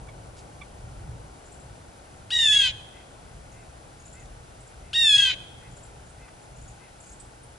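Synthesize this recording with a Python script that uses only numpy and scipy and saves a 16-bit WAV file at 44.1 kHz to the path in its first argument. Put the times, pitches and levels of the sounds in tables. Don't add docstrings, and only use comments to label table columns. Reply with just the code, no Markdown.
import sys
import numpy as np
from scipy import signal
from scipy.fft import rfft, irfft, next_fast_len
from scipy.io import wavfile
from scipy.ndimage import uniform_filter1d

SR = 44100
rng = np.random.default_rng(int(sys.argv[2]) if len(sys.argv) > 2 else 0)


def nominal_scale(level):
    x = np.asarray(level, float) / 20
    return 10 ** x


def unload_audio(sound):
    columns = np.transpose(np.atleast_2d(sound))
    steps = np.round(np.clip(columns, -1, 1) * 32767)
    wavfile.write(sys.argv[1], SR, steps.astype(np.int16))


N = 334278
TIME = np.arange(N) / SR
CALL_S = .389


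def rms_one(x):
    return x / np.sqrt(np.mean(x ** 2) + 1e-20)


def columns(rows, t):
    s, *cols = np.transpose(rows)
    return [np.interp(t, s, c) for c in cols]


def at_hz(points, hz):
    point_hz, value = np.array(points).T
    return np.interp(np.log(hz), np.log(point_hz), value)


def lowpass(order, hz, x):
    return signal.sosfilt(signal.butter(order, hz, fs=SR, output="sos"), x)


def bandpass(low_hz, high_hz, x):
    return signal.sosfilt(signal.butter(2, [low_hz, high_hz], "band", fs=SR, output="sos"), x)


def drift(hz, size):
    return rms_one(lowpass(2, hz, rng.standard_normal(size + 4000))[4000:])


def phase(hz):
    return 2 * np.pi * np.cumsum(hz, axis=-1) / SR


def add(out, s, x, pan_db=0.):
    i = round(s * SR)
    out[:, i:i + len(x)] += x[:N - i] * nominal_scale(np.array([[pan_db / 2], [-pan_db / 2]]))


def swell(length_s, power):
    u = np.linspace(0, 1, round(length_s * SR))
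    return u, np.sin(np.pi * u) ** power


def air_noise(spectrum, lumps_db, lumps_hz):
    # frequency in Hz, left-right likeness.
    likeness = [(60, 0.99), (120, 0.99), (220, 0.58), (430, 0.35), (830, 0.087), (1590, -1.48), (3070, -2),
                (5920, -0.7), (11400, -0.0064)]
    # frequency in Hz, left-right lean in dB.
    lean = [(60, 1), (140, -1), (340, 0.5), (830, 4.5), (1980, -1), (4750, 2), (11400, 1.5)]
    size = next_fast_len(N)
    hz = np.arange(size // 2 + 1) * SR / size + 1e-3
    mid, side = rfft(rng.standard_normal((2, size)))
    alike = np.clip(at_hz(likeness, hz), -.5, 1)
    pair = np.sqrt(1 + alike) * mid + np.sqrt(1 - alike) * side * [[1], [-1]]
    pair = pair * nominal_scale(at_hz(spectrum, hz) + at_hz(lean, hz) * np.array([[.5], [-.5]]))
    pair[0] *= np.exp(-2j * np.pi * hz * 5 / SR)
    out = irfft(pair, size)[:, :N] * nominal_scale(lumps_db * drift(lumps_hz, size=N))
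    return out / np.std(out.mean(axis=0))


def traffic():
    # time in seconds, rumble level in dB.
    swing = [
        (0.0, -46),
        (1.52, -48.5),
        (1.88, -50.5),
        (3.17, -50),
        (4.96, -52.5),
        (5.25, -47),
        (5.66, -51),
        (6.86, -51.5),
        (7.58, -52.5),
    ]
    # frequency in Hz, engine rumble in dB per Hz.
    rumble = [(13, -29.5), (22, -8), (48, 1), (67, 1.5), (86, -5), (118, 0), (173, -9.5), (220, -23),
              (290, -46.5), (480, -120)]
    # frequency in Hz, tyre noise in dB per Hz.
    road = [(110, -13), (180, -4), (296, -4), (351, -3.5), (397, -5), (450, -3), (517, -3.5), (811, -3),
            (1020, -9.5), (1150, -9.5), (1500, -34), (2530, -120)]
    rumble_db, = columns(swing, TIME)
    road_db = -53 + .55 * (rumble_db - rumble_db.mean())
    engines = nominal_scale(rumble_db + 2.5) * air_noise(rumble, lumps_db=2.7, lumps_hz=1.57)
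    tyres = nominal_scale(road_db) * air_noise(road, lumps_db=.5, lumps_hz=3.0)
    return engines + tyres


def hiss():
    # frequency in Hz, level in dB per Hz.
    hiss_spectrum = [(900, -9.5), (1300, 3), (1700, -0.5), (2500, -3), (4000, -7), (6000, -7), (8500, -5),
                     (11000, -7), (12000, -10)]
    return nominal_scale(-56.5) * air_noise(hiss_spectrum, lumps_db=0.2, lumps_hz=7.5)


def motor():
    centre_hz, firings_per_s, level_db = 1454, 27, -66.5
    band = bandpass(centre_hz - 110, centre_hz + 110, rng.standard_normal(N))
    turn = np.pi * firings_per_s * TIME
    throb = nominal_scale(7 * np.cos(2 * turn) + 1.5 * np.cos(turn))
    return nominal_scale(level_db) * rms_one(band * throb) * nominal_scale(np.array([[3.5], [-5.5]]))


def pecks():
    # start in seconds, length in seconds, level in dB, lowest frequency in Hz.
    husks = [
        (0.366, 0.049, -54, 2930),
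        (0.375, 0.071, -66, 4600),
        (4.256, .006, -55.5, 3020),
        (4.713, 0.0053, -55, 900),
        (5.958, .006, -57.5, 1500),
        (6.279, 0.014, -51.5, 812),
        (7.2, 0.0066, -55, 2996),
    ]
    out = np.zeros((2, N))
    for s, length_s, level_db, low_hz in husks:
        u, arch = swell(length_s, power=0.29)
        grains = rng.standard_normal(len(u)) * (rng.random(len(u)) < .1)
        bright = bandpass(low_hz, min(2.75 * low_hz, 11000), grains)
        add(out, s, nominal_scale(level_db) * arch * rms_one(bright))
    return out


def honks():
    # start in seconds, length in seconds, pitch in Hz, level in dB.
    nasal_notes = [
        (2.919, 0.12, 512, -59.5),
        (3.515, 0.14, 522, -62.5),
        (4.142, 0.093, 517, -58.5),
        (4.81, 0.12, 519, -63),
        (5.611, 0.088, 506, -59),
        (6.179, 0.096, 515, -60.5),
        (6.783, .115, 512, -61),
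    ]
    # harmonic number, level in dB.
    partials = [(3, -4), (4, 2.5), (5, -1.5)]
    out = np.zeros(N)
    for s, length_s, hz, level_db in nasal_notes:
        u, arch = swell(length_s, power=.6)
        turn = phase(hz * (.93 + .25 * u - .3 * u ** 2.8)) + 0.19 * drift(118.2, size=len(u))
        tone = sum(nominal_scale(db) * np.sin(k * turn) for k, db in partials)
        i = round(s * SR)
        out[i:i + len(u)] = nominal_scale(level_db) * arch * tone
    return out


def clucks():
    # time in seconds, peak level in dB, second harmonic in Hz.
    soft_notes = [
        (0.0855, -46, 2240),
        (0.6144, -39, 2294),
    ]
    partials_db = [-4.5, 1, -8.5]
    out = np.zeros((2, N))
    u, arch = swell(0.018, power=0.86)
    for s, peak_db, second_hz in soft_notes:
        turn = phase(second_hz / 2 * (0.952 + 0.33 * u - 0.38 * u ** 2)) + .12 * drift(300, size=len(u))
        tone = sum(nominal_scale(db) * np.sin((k + 1) * turn) for k, db in enumerate(partials_db))
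        note = nominal_scale(peak_db - 5.0 + 4.8 * u) * arch * tone
        add(out, s - .004, note, pan_db=-7)
        add(out, s + .009, nominal_scale(-9) * note, pan_db=-1.5)
    return out


def chips():
    # time in seconds, peak level in dB, lowest pitch in Hz, left-right lean in dB.
    wall_birds = [(1.459, -48, 7170, 5), (1.521, -45, 7580, 7), (1.6, -50, 7550, 6),
                  (3.5209, -50.5, 6600, 5), (3.9998, -50, 6800, 1.5), (4.0584, -42, 7150, 2.1),
                  (4.129, -43, 7400, 3), (4.1994, -47, 6980, 2.5), (5.7156, -51, 7080, 7),
                  (5.7683, -44.5, 7340, 4), (5.8342, -43, 7530, 2.5), (6.0656, -53, 6940, -3),
                  (6.4213, -52, 7130, 5), (6.5642, -48.5, 7000, 2.5), (6.6168, -46.5, 7160, 2.5),
                  (6.6817, -44, 6920, 3), (7.005, -43, 7500, 3), (7.0394, -49, 6600, 5.5),
                  (7.0936, -44.5, 6870, 4.5)]
    clear_bird = [
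        (4.608, -49, 7800, -9),
        (4.673, -48, 7340, -6),
        (6.0994, -50, 8200, -4),
        (7.0698, -45.5, 7680, -5),
        (7.1277, -43.5, 7630, -7),
        (7.2012, -39, 7920, -7),
        (7.4354, -47, 9000, -4),
    ]
    # steepness of the opening dip (share per squared note position), upsweep as a rough share, wall
    # echo in dB.
    shapes = [
        (.45, 0.61, -4.5),
        (1.1, .21, -16),
    ]
    out = np.zeros((2, N))
    u, arch = swell(0.017, power=0.2)
    for birds, (dip, sweep, echo_db) in zip((wall_birds, clear_bird), shapes):
        for s, peak_db, hz, pan_db in birds:
            bend = np.where(u < .45, dip * (u - .45) ** 2, 4.84 * sweep * np.abs(u - .45) ** 2.34)
            turn = phase(.97 * hz * (1 + bend)) + 0.63 * drift(610, size=len(u))
            note = nominal_scale(peak_db - 5.5 - 4.1 * bend) * arch * np.sin(turn)
            echo = nominal_scale(echo_db) * (1 + .5 * drift(300, size=len(u))) * note
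            add(out, s - .004, note, pan_db)
            add(out, s + .0185, echo, pan_db)
    t = np.arange(SR // 4) / SR
    twigs = rng.standard_normal((2, len(t))) * nominal_scale(-60 * t / .3)
    twigs = twigs / np.sqrt(np.sum(twigs[0] ** 2))
    return out + nominal_scale(-3) * signal.fftconvolve(out, twigs, axes=1)[:, :N]


def effort(t, start, peak_db, place, release_db):
    rise_db, fall_db = 6, 9.5
    snap_s, open_s, release_s, late_s = .012, .024, .03, 0.084
    since, left = t - start, start + CALL_S - t
    u = since / CALL_S - place
    arch_db = -np.where(u < 0, rise_db * np.abs(u / place) ** 1.38, fall_db * 4 * u ** 2)
    closing = np.clip(1 - left / release_s, 0, 1)
    shut = np.clip((open_s - since) / (open_s - snap_s), 0, 1)
    late = np.clip(1 - left / late_s, 0, 1)
    level_db = peak_db + arch_db - 6 * shut - release_db * closing ** 2
    lower_db = -2.5 + 16 * shut + 9 * late
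    tilt = .6 + 0.61 * arch_db + 1.5 * shut - 1.5 * late
    return level_db, lower_db, tilt, closing, np.maximum(shut, late)


def locking(t, upper, along, closing):
    # start in seconds, end in seconds, lower/upper ratio, slip time in seconds.
    locks = [
        (2.3, 2.342, 1 / 2, .012),
        (2.457, 2.515, 1 / 2, .009),
        (2.558, 2.594, 2 / 3, .008),
        (4.93, 5.15, 1 / 2, .026),
    ]
    free_hz, sag_hz, locked_rough_db = 993, 45, -35
    ratio = (free_hz - sag_hz * closing) / upper
    rough_db = -29 + 13 * along + 13 * closing
    for begin, end, locked, slip_s in locks:
        caught = np.clip(np.minimum(t - begin, end - t) / slip_s + 1, 0, 1)
        ratio = ratio + caught * (locked - ratio)
        rough_db = rough_db + caught * (locked_rough_db - rough_db)
    return ratio, rough_db


def jay():
    # start in seconds, peak in dB, place of the peak 0-1, release in dB.
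    calls = [
        (2.3041, -18.5, 0.58, 12),
        (4.9311, -17, 0.48, 2),
    ]
    # time in seconds, pitch in Hz.
    pitches = [
        [(2.33, 1914), (2.404, 1835), (2.502, 1708), (2.628, 1618), (2.65, 1573), (2.676, 1512), (2.69, 1470)],
        [(4.96, 1864), (5.012, 1861), (5.132, 1662), (5.186, 1659), (5.304, 1526), (5.31, 1508)],
    ]
    upper_dbs = [-2, 0, 1, -2.5, -6, -10, -10.5, -6]
    mixing_dbs = [3.26, 4.7, -3, -5, -55]
    # frequency in Hz, throat gain in dB.
    throat = [(600, -45.5), (1000, -28.5), (1270, -22.5), (1600, -10), (2100, -4.5), (2700, -3.5),
              (3300, 4), (3800, 2), (4400, -13), (5500, -15.5), (7000, -4.5), (8300, -11), (11000, -11),
              (12500, -36)]
    beak_hz, beak_db, beak_octaves = 4930, 11, 0.22
    out = np.zeros(N)
    for pitch, call in zip(pitches, calls):
        start = call[0]
        t = start + np.arange(round((CALL_S + .003) * SR)) / SR
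        since = t - start
        pitch_hz = columns(pitch, t)[0]
        level_db, lower_db, tilt, closing, shut = effort(t, *call)
        ratio, rough_db = locking(t, pitch_hz, since / CALL_S, closing)
        slack = np.clip(1 - since / 0.0185, 0, 1) ** 1.6
        waver = 1 + 0.0055 * drift(43, size=len(t))
        upper = pitch_hz * (1 - .33 * slack) * waver
        lower = upper * ratio
        joined = np.clip((since - .009) / 0.011, 0, 1)
        turn_up = phase(upper) + .55 * nominal_scale(rough_db) * drift(1000, size=len(t))
        turn_low = phase(lower) + 1.6 * nominal_scale(rough_db) * drift(300, size=len(t))
        voice = np.zeros(len(t))
        for m, upper_db in enumerate(upper_dbs):
            for n, mix_db in enumerate(mixing_dbs):
                hz = m * upper + n * lower + 1
                ring_db = beak_db * shut * np.exp(-(np.log2(hz / beak_hz) / beak_octaves) ** 2)
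                gain = nominal_scale(upper_db + mix_db + ring_db + tilt * np.log2(hz / 3400))
                gain = gain * (hz < 13000) * (m + n > 0)
                share = joined * nominal_scale(lower_db - 3.5 - 1.57 * m) if n else 1
                spread = m * m + n * n
                voice += gain * share * np.cos(m * turn_up + n * turn_low + spread)
        bins = np.arange(len(t) // 2 + 1) * SR / len(t) + 1
        voice = irfft(rfft(voice) * nominal_scale(at_hz(throat, bins)), len(t))
        even = np.sqrt(uniform_filter1d(voice ** 2, size=441))
        fade = np.clip(since / .0006, 0, 1) * np.clip((t[-1] - t) / .005, 0, 1)
        i = round(start * SR)
        out[i:i + len(t)] = voice / even * nominal_scale(level_db) * fade
    return out


def wood(x):
    # delay in seconds, left level in dB, right level in dB.
    reflections = [
        (.0228, -13, -2.5),
        (0.035, -24.5, -25),
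        (0.027, -4, -52),
        (0.024, -34, -42),
        (.128, -29, -27),
    ]
    t60_s, tail_db, tail_cut_hz = 1.0, -25, 6000
    t = np.arange(SR) / SR
    decay = nominal_scale(-60 * t / t60_s + 1.0 * drift(36, size=SR)) * np.clip(t / 0.069, 0, 1)
    tail = lowpass(1, tail_cut_hz, rng.standard_normal((2, SR)) * decay)
    echoes = np.zeros((2, SR))
    for delay_s, left_db, right_db in reflections:
        echoes[0, round(delay_s * SR)] += nominal_scale(left_db)
        echoes[1, round(delay_s * SR) + 1] += nominal_scale(right_db)
    echoes = bandpass(2000, 7500, echoes)
    response = echoes + nominal_scale(tail_db) * tail / np.sqrt(np.sum(tail ** 2, axis=1, keepdims=True))
    response[:, 0] += nominal_scale(np.array([.8, -.8]))
    return signal.fftconvolve(x[None], response, axes=1)[:, :N]


def scene():
    background = traffic() + hiss() + motor()
    small_sounds = pecks() + clucks() + chips()
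    return background + small_sounds + wood(honks() + jay())


def low_pass(x):
    return signal.sosfilt(signal.butter(12, 12000, fs=SR, output="sos"), x)


def record(dry):
    cut = signal.sosfilt(signal.ellip(12, .3, 70, 11000, fs=SR, output="sos"), dry)
    return low_pass(cut)


dry = scene()
out = record(dry)
unload_audio(out)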